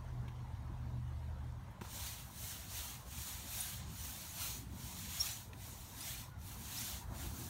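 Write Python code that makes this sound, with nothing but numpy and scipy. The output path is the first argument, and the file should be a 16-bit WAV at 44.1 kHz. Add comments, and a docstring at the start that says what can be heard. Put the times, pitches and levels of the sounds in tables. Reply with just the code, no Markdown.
"""An engine drones over distant traffic, with a knock and a few ticks of a broom; the drone fades before 1.8 s.
Then the push broom lands on wet stamped concrete and scrubs in quick strokes; a few bristles squeak.
Shaped noise and random flicks make the bristles, gliding tones the squeaks, decaying rings the head,
beating low tones the engine and patchy noise bands the road. One microphone, outdoors."""
import sys
import numpy as np
from scipy import signal
from scipy.fft import rfft, irfft, next_fast_len
from scipy.io import wavfile
from scipy.ndimage import uniform_filter1d, map_coordinates

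SR = 44100
rng = np.random.default_rng(int(sys.argv[2]) if len(sys.argv) > 2 else 0)


def bounce(signal):
    """Save signal as a 16-bit WAV file at the path given by the first command-line argument."""
    frames = np.transpose(np.atleast_2d(signal))
    limited = np.clip(frames, -1, 1)
    pcm = np.round(limited * 32767).astype(np.int16)
    wavfile.write(sys.argv[1], SR, pcm)


N = 330309

# contacts of the broom with the ground: t/s, tick level/dB, thud over the tick level/dB,
# tick centre f/Hz, tick t60/s
CONTACTS = [(0.2793, -54.5, 8.5, 2620, 0.057), (1.521, -66, -30, 7490, .03), (1.635, -64, -30, 13000, .02),
            (1.706, -70, -30, 12990, .12), (1.8112, -46, -4, 1800, 0.04), (1.8165, -42.5, 8, 1520, 0.02),
            (1.847, -52, -9, 1100, 0.065), (5.5318, -46.5, -16, 2320, 0.031), (6.389, -62, -30, 9000, .02),
            (6.4128, -57, -12, 6000, .03)]
LANDING = 4  # row of the contact that starts the scrubbing


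def amp(db):
    """Decibels to gain."""
    return 10 ** (np.asarray(db) / 20)


def unit(x):
    """Scaled to rms 1."""
    return x / np.sqrt(np.mean(x ** 2) + 1e-20)


def curves(rows):
    """One value per sample for each column after the time."""
    seconds, *columns = np.transpose(rows)
    return [np.interp(np.arange(N) / SR, seconds, column) for column in columns]


def wobble(rate):
    """A smooth random curve, rate knots a second."""
    knots = rng.standard_normal(int(N * rate / SR) + 4)
    return map_coordinates(knots, [np.arange(N) * rate / SR])


def filtered(x, response):
    """x times a response of frequency."""
    m = next_fast_len(N + 8192)
    spectrum = rfft(x, m) * response(np.fft.rfftfreq(m, 1 / SR))
    return irfft(spectrum, m)[..., :N]


def coloured(x, spectrum):
    """x through (f/Hz, level/dB) points on a log frequency axis, -120 dB outside them."""
    f, db = np.transpose(spectrum)

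    def response(hz):
        return amp(np.interp(np.log(hz + 1), np.log(f), db, left=-120, right=-120))

    return filtered(x, response)


def rush(spectrum, patchy_db):
    """Coloured noise of rms 1 with broad and narrow patches of random gain."""
    z = signal.stft(rng.standard_normal(N), nperseg=512)[2]
    broad = uniform_filter1d(rng.standard_normal(z.shape), size=6, axis=0)  # over frequency
    broad = uniform_filter1d(broad, size=8, axis=1)  # over time
    narrow = uniform_filter1d(rng.standard_normal(z.shape), size=10, axis=1)
    z = z * amp(patchy_db * unit(broad) + 2.97 * unit(narrow))
    noise = signal.istft(z, nperseg=512)[1][:N]
    return unit(coloured(noise, spectrum))


def broom():
    """Flicks and small slips over a wet sizzle; the joints of the paving make the stroke uneven."""
    # colours of the bristles on the wet ground: f/Hz, relative level/dB per Hz
    sizzle_colour = [(5000, -43), (8000, -4), (10000, 0), (15700, 0.5), (17000, -26)]
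    hiss_colour = [(2000, -28), (4000, -7.5), (6000, -1.5), (7500, -1), (9500, -10.5), (13000, -19)]
    rasp_colour = [(300, -38), (700, -3), (1500, -5.5), (2500, -2), (3500, 0), (5000, -0.5), (8000, -36)]
    level, rasp_db, hiss_db = strokes()
    down = np.arange(N) > CONTACTS[LANDING][0] * SR  # silent until the head lands
    joints_db = 0.98 * wobble(14) + 0.51 * wobble(60)

    tips = flicks(6000, spread_db=1.8)  # the same tips sound in sizzle and hiss
    sizzle_tips = unit(coloured(tips, sizzle_colour))
    sizzle = unit(rush(sizzle_colour, patchy_db=1.5) + 0.43 * sizzle_tips)
    hiss_tips = unit(coloured(tips, hiss_colour))
    hiss = unit(rush(hiss_colour, patchy_db=1.5) + 0.53 * hiss_tips)
    rasp_tips = unit(coloured(flicks(3000, spread_db=1.8), rasp_colour))
    rasp = unit(rush(rasp_colour, patchy_db=1.6) + 0.6 * rasp_tips)
    slips = chirrups(count=2500, centre_hz=4484, spread_db=1.5)

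    bristles = amp(2.0) * sizzle + amp(hiss_db + 3.5) * hiss
    head = amp(rasp_db) * (rasp + 0.44 * slips)
    return down * level * amp(joints_db) * (bristles + head)


def strokes():
    """The head speeds up from each turn and slows into the next; the sound follows its speed."""
    # one row a stroke: turn t/s, fastest t/s, base level at the turn/dB, base level at the fastest/dB,
    # dull drag at the turn/dB, rasp trim/dB, hiss trim/dB, tilt of the rasp along the stroke/dB
    rows = [(1.833, 2.022, -67, -52.5, 4, 1, -1, 10), (2.3, 2.47, -65.5, -53, -2, -2, -1.5, 10),
            (2.674, 2.788, -61.5, -52, 1.5, 1, -1, 4), (3.037, 3.24, -68.5, -53, -0.5, -1.5, -1.5, 0),
            (3.44, 3.608, -60.5, -48.5, 3, -1.5, -2, 2), (3.847, 4.09, -69, -53.5, 11.5, -2.5, -2.5, 4),
            (4.322, 4.445, -56, -49.5, 0.5, -1, -1, -4), (4.68, 4.957, -73.5, -55, 1, -1, -1, 0),
            (5.054, 5.24, -57, -50.5, 2, 0.5, -0.5, 0), (5.514, 5.704, -76, -60, 0, -3, -2, -6),
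            (5.913, 6.052, -62, -53, -0.5, 1.5, 0, 5), (6.356, 6.504, -91, -59, -4, -2, -3, 0),
            (6.56, 6.884, -59, -51, -2, 0.5, 0, -3), (7.076, 7.256, -72, -56, -1.5, -0.5, -3, 2),
            (7.32, 7.395, -59, -56, -0.5, -3, -1.5, -2)]
    # the turn that ends the last stroke: t/s, base level/dB
    last_turn = (7.6, -59)
    speed_up, slow_down = 1.94, 1.85  # powers of the sine that shapes the speed
    drag_s = 0.057  # from the turn until the drag's dB fall to 1/e

    t = np.arange(N) / SR
    turn, fast, turn_db, fast_db, drag_db, rasp_db, hiss_db, tilt_db = np.transpose(rows)
    k = np.clip(np.searchsorted(turn, t) - 1, 0, None)  # the stroke under way
    end = np.append(turn[1:], last_turn[0])[k]
    end_db = np.append(turn_db[1:], last_turn[1])[k]

    rising = t < fast[k]
    way = np.where(rising, (t - turn[k]) / (fast - turn)[k], (end - t) / (end - fast[k]))
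    speed = np.sin(np.pi / 2 * np.clip(way, 0, 1)) ** np.where(rising, speed_up, slow_down)
    slow_level = amp(np.where(rising, turn_db[k], end_db))
    level = slow_level * (1 - speed) + amp(fast_db[k]) * speed

    drag = sum(db * np.exp(-((t - s) / drag_s) ** 2) for s, db in zip(turn, drag_db))
    progress = (t - turn[k]) / (end - turn[k])
    tilt = tilt_db[k] * np.sqrt(speed) * (progress - 0.5)
    rasp_curve = drag + tilt + np.interp(t, fast, rasp_db)
    hiss_curve = 0.7 * drag + np.interp(t, fast, hiss_db)
    return level, rasp_curve, hiss_curve


def flicks(per_second, spread_db):
    """Bristle tips let go at random moments with uneven force."""
    lets_go = rng.random(N) < per_second / SR
    force = amp(spread_db * rng.exponential(size=N))
    return lets_go * force * rng.choice([-1, 1], N)


def chirrups(count, centre_hz, spread_db):
    """Tiny slips of single bristles: short rising tones at random moments, together of rms 1."""
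    draw = rng.random((count, 4))  # moment, pitch, life, strength
    t = np.arange(SR // 40) / SR
    hz = np.clip(centre_hz * np.exp(2.6 * (draw[:, 1:2] - 0.5)), 300, 15000)
    life = 0.0058 + 0.022 * draw[:, 2:3]  # s, cut short where the tone's buffer ends
    swell = np.sin(np.pi * np.clip(t / life, 0, 1)) ** 2
    strength = amp(-spread_db * np.log(draw[:, 3:] + 0.01))
    tones = strength * swell * np.sin(2 * np.pi * hz * t * (1 + 1.61 * t))
    at = (draw[:, :1] * N).astype(int) + np.arange(len(t))
    return unit(np.bincount(at.ravel(), tones.ravel(), N + SR)[:N])


def squeaks():
    """A bristle slips at a gliding rate, unsteadily, with some of its octave; a nearby wall answers."""
    # bristles that stick and slip: peak t/s, nominal level/dB, rise/s, fall/s, start f/Hz, peak f/Hz,
    # end f/Hz, octave over the tone level/dB
    rows = [(3.610, -31.5, 0.0055, 0.0063, 8300, 9850, 8600, -40),
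            (5.211, -26.5, 0.0126, 0.0115, 5250, 5630, 5540, -14),
            (5.212, -40, 0.0041, .006, 6200, 6300, 6600, -30),
            (6.010, -41.5, .006, 0.0066, 4800, 4850, 4880, -2),
            (6.030, -43, .005, 0.0067, 5000, 5140, 5200, -20),
            (6.066, -55, .007, .006, 3300, 3800, 3950, -20),
            (6.345, -59.5, 0.033, 0.032, 1470, 1444, 1420, -30),
            (6.786, -41, 0.02, .007, 4650, 5500, 6300, -12)]
    out = np.zeros(N)
    t = np.arange(N) / SR
    flutter = amp(1.8 * wobble(400))
    jitter = 0.16 * wobble(900)  # radians
    for s, db, rise, fall, start_hz, peak_hz, end_hz, octave_db in rows:
        hz = np.interp(t, [s - rise, s, s + fall], [start_hz, peak_hz, end_hz])
        phase = 2 * np.pi * np.cumsum(hz) / SR + jitter
        moments = [s - 1.3 * rise, s - rise, s, s + fall, s + 1.3 * fall]
        swell_db = np.interp(t, moments, [-60, -8.0, -0.5, -13, -60], -200, -200)
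        tone = np.sin(phase) + amp(octave_db) * np.sin(2 * phase)
        out += amp(db + swell_db) * tone
    tail = np.arange(SR // 8) / SR
    wall = rng.standard_normal(len(tail)) * amp(-60 * tail / 0.22)  # t60 0.22 s
    answer = signal.fftconvolve(out, wall / np.linalg.norm(wall))[:N]
    return out * flutter + amp(-12) * answer


def knocks():
    """Each contact is a soft-edged tick of bristles and a thud of the ringing head."""
    # ringing modes of the broom head: f/Hz, mean level/dB, t60/s
    head_modes = [(122, 1.5, 0.035), (188, 2, 0.024), (340, -8.5, 0.055), (950, -2, 0.022)]
    out = np.zeros(N + SR)
    t = np.arange(SR // 8) / SR
    soft_edge = 1 - np.exp(-t / 0.001)
    for s, db, thud_db, hz, t60 in CONTACTS:
        noise = rng.standard_normal(len(t))
        tick = unit(signal.lfilter(*signal.iirpeak(hz, 2.8, SR), noise)) + 0.23 * noise
        thud = np.zeros(len(t))
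        for f, mode_db, life in head_modes:
            decay = amp(mode_db + rng.normal(0, 3.2) - 60 * t / life)
            thud += decay * np.sin(2 * np.pi * f * t)
        contact = amp(-60 * t / t60) * tick + amp(thud_db) * thud
        out[round(s * SR):][:len(t)] += amp(db) * soft_edge * contact
    return out[:N]


def drone():
    """Three low engine tones beat slowly, waver and fade as the vehicle leaves."""
    # engine tones: f/Hz, level before the swell/dB, beats a second/Hz, t of a dip/s, beat depth/0-1
    engine_tones = [(44.8, -49.5, 1.5, .45, .15), (76.2, -46, .55, .2, 0.43),
                    (122, -46.5, 1.47, 0.596, 0.51)]
    # overall swell and fade: t/s, level/dB
    swell = [(0, 3), (.5, -2), (.95, 2), (1.55, 0), (1.63, -8), (1.75, -30)]
    t = np.arange(N) / SR
    out = np.zeros(N)
    for hz, db, beats, dip, depth in engine_tones:
        beat = 1 - np.clip(depth, 0, 1) * np.cos(2 * np.pi * beats * (t - dip))
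        level = amp(db + 1.4 * wobble(10.94))
        out += level * beat * np.sin(2 * np.pi * hz * t + 0.25 * wobble(12))
    present = t < swell[-1][0]
    return amp(curves(swell)[0]) * present * out


def traffic():
    """Far road noise in three parts and the faint hiss of open air."""
    # the road over time: t/s, rumble level/dB, roar level/dB, tyre level/dB
    road = [(0, -49, -61, -60.5), (1.3, -49, -63, -62.5), (1.7, -49.5, -65, -61.5), (3.0, -50, -63.5, -63),
            (5.0, -51, -61.5, -63.5), (6.5, -50.5, -63, -63), (6.8, -48.5, -58, -64), (7.15, -46, -55, -57),
            (7.49, -48, -56, -61)]
    # colours of the three road parts and the open air: f/Hz, relative level/dB per Hz
    rumble_colour = [(12, -54), (20, -36), (27, -15), (40, -9), (59, 3), (124, -1.5), (146, -10),
                     (200, -12.5), (260, -32.5), (440, -120)]
    roar_colour = [(88, -40), (150, -6), (226, -1), (371, -11), (520, -28.5), (680, -49), (1140, -120)]
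    tyre_colour = [(280, -22), (480, -7), (518, -6.5), (994, -1), (1200, -8), (1710, -11), (2080, -20.5),
                   (3000, -35), (3900, -47), (6600, -120)]
    air_colour = [(1180, -36), (2000, -1), (2360, -6), (4860, -7), (6130, -11.5), (6980, -11.5),
                  (15700, -19.5)]
    rumble_db, roar_db, tyre_db = curves(road)
    rumble = amp(rumble_db + 0.66 * wobble(6)) * rush(rumble_colour, patchy_db=0.8)
    roar = amp(roar_db + 1.05 * wobble(8)) * rush(roar_colour, patchy_db=2.0)
    tyres = amp(tyre_db + 0.44 * wobble(14)) * rush(tyre_colour, patchy_db=1.6)
    air = amp(-69.5 + 0.57 * wobble(8.9)) * rush(air_colour, patchy_db=1.1)
    return rumble + roar + tyres + air


def scene():
    """One microphone feeds both channels."""
    mono = broom() + squeaks() + knocks() + drone() + traffic()
    return np.tile(mono, (2, 1))


def record(dry):
    """The housing carves narrow dips, the deepest bass rolls off and nothing passes above the band limit."""
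    # dips of the microphone housing: centre f/Hz, width f/Hz, level/dB
    dips = [(4930, 480, -5.5), (10480, 580, -4.5), (7600, 440, -4)]
    bass_hz, top_hz = 30, 15760

    def microphone(hz):
        housing = amp(sum(db * np.exp(-((hz - centre) / width) ** 2) for centre, width, db in dips))
        bass = hz ** 2 / (hz ** 2 + bass_hz ** 2)
        return housing * bass * (hz < top_hz)

    return filtered(dry, microphone)


dry = scene()
out = record(dry)
bounce(out)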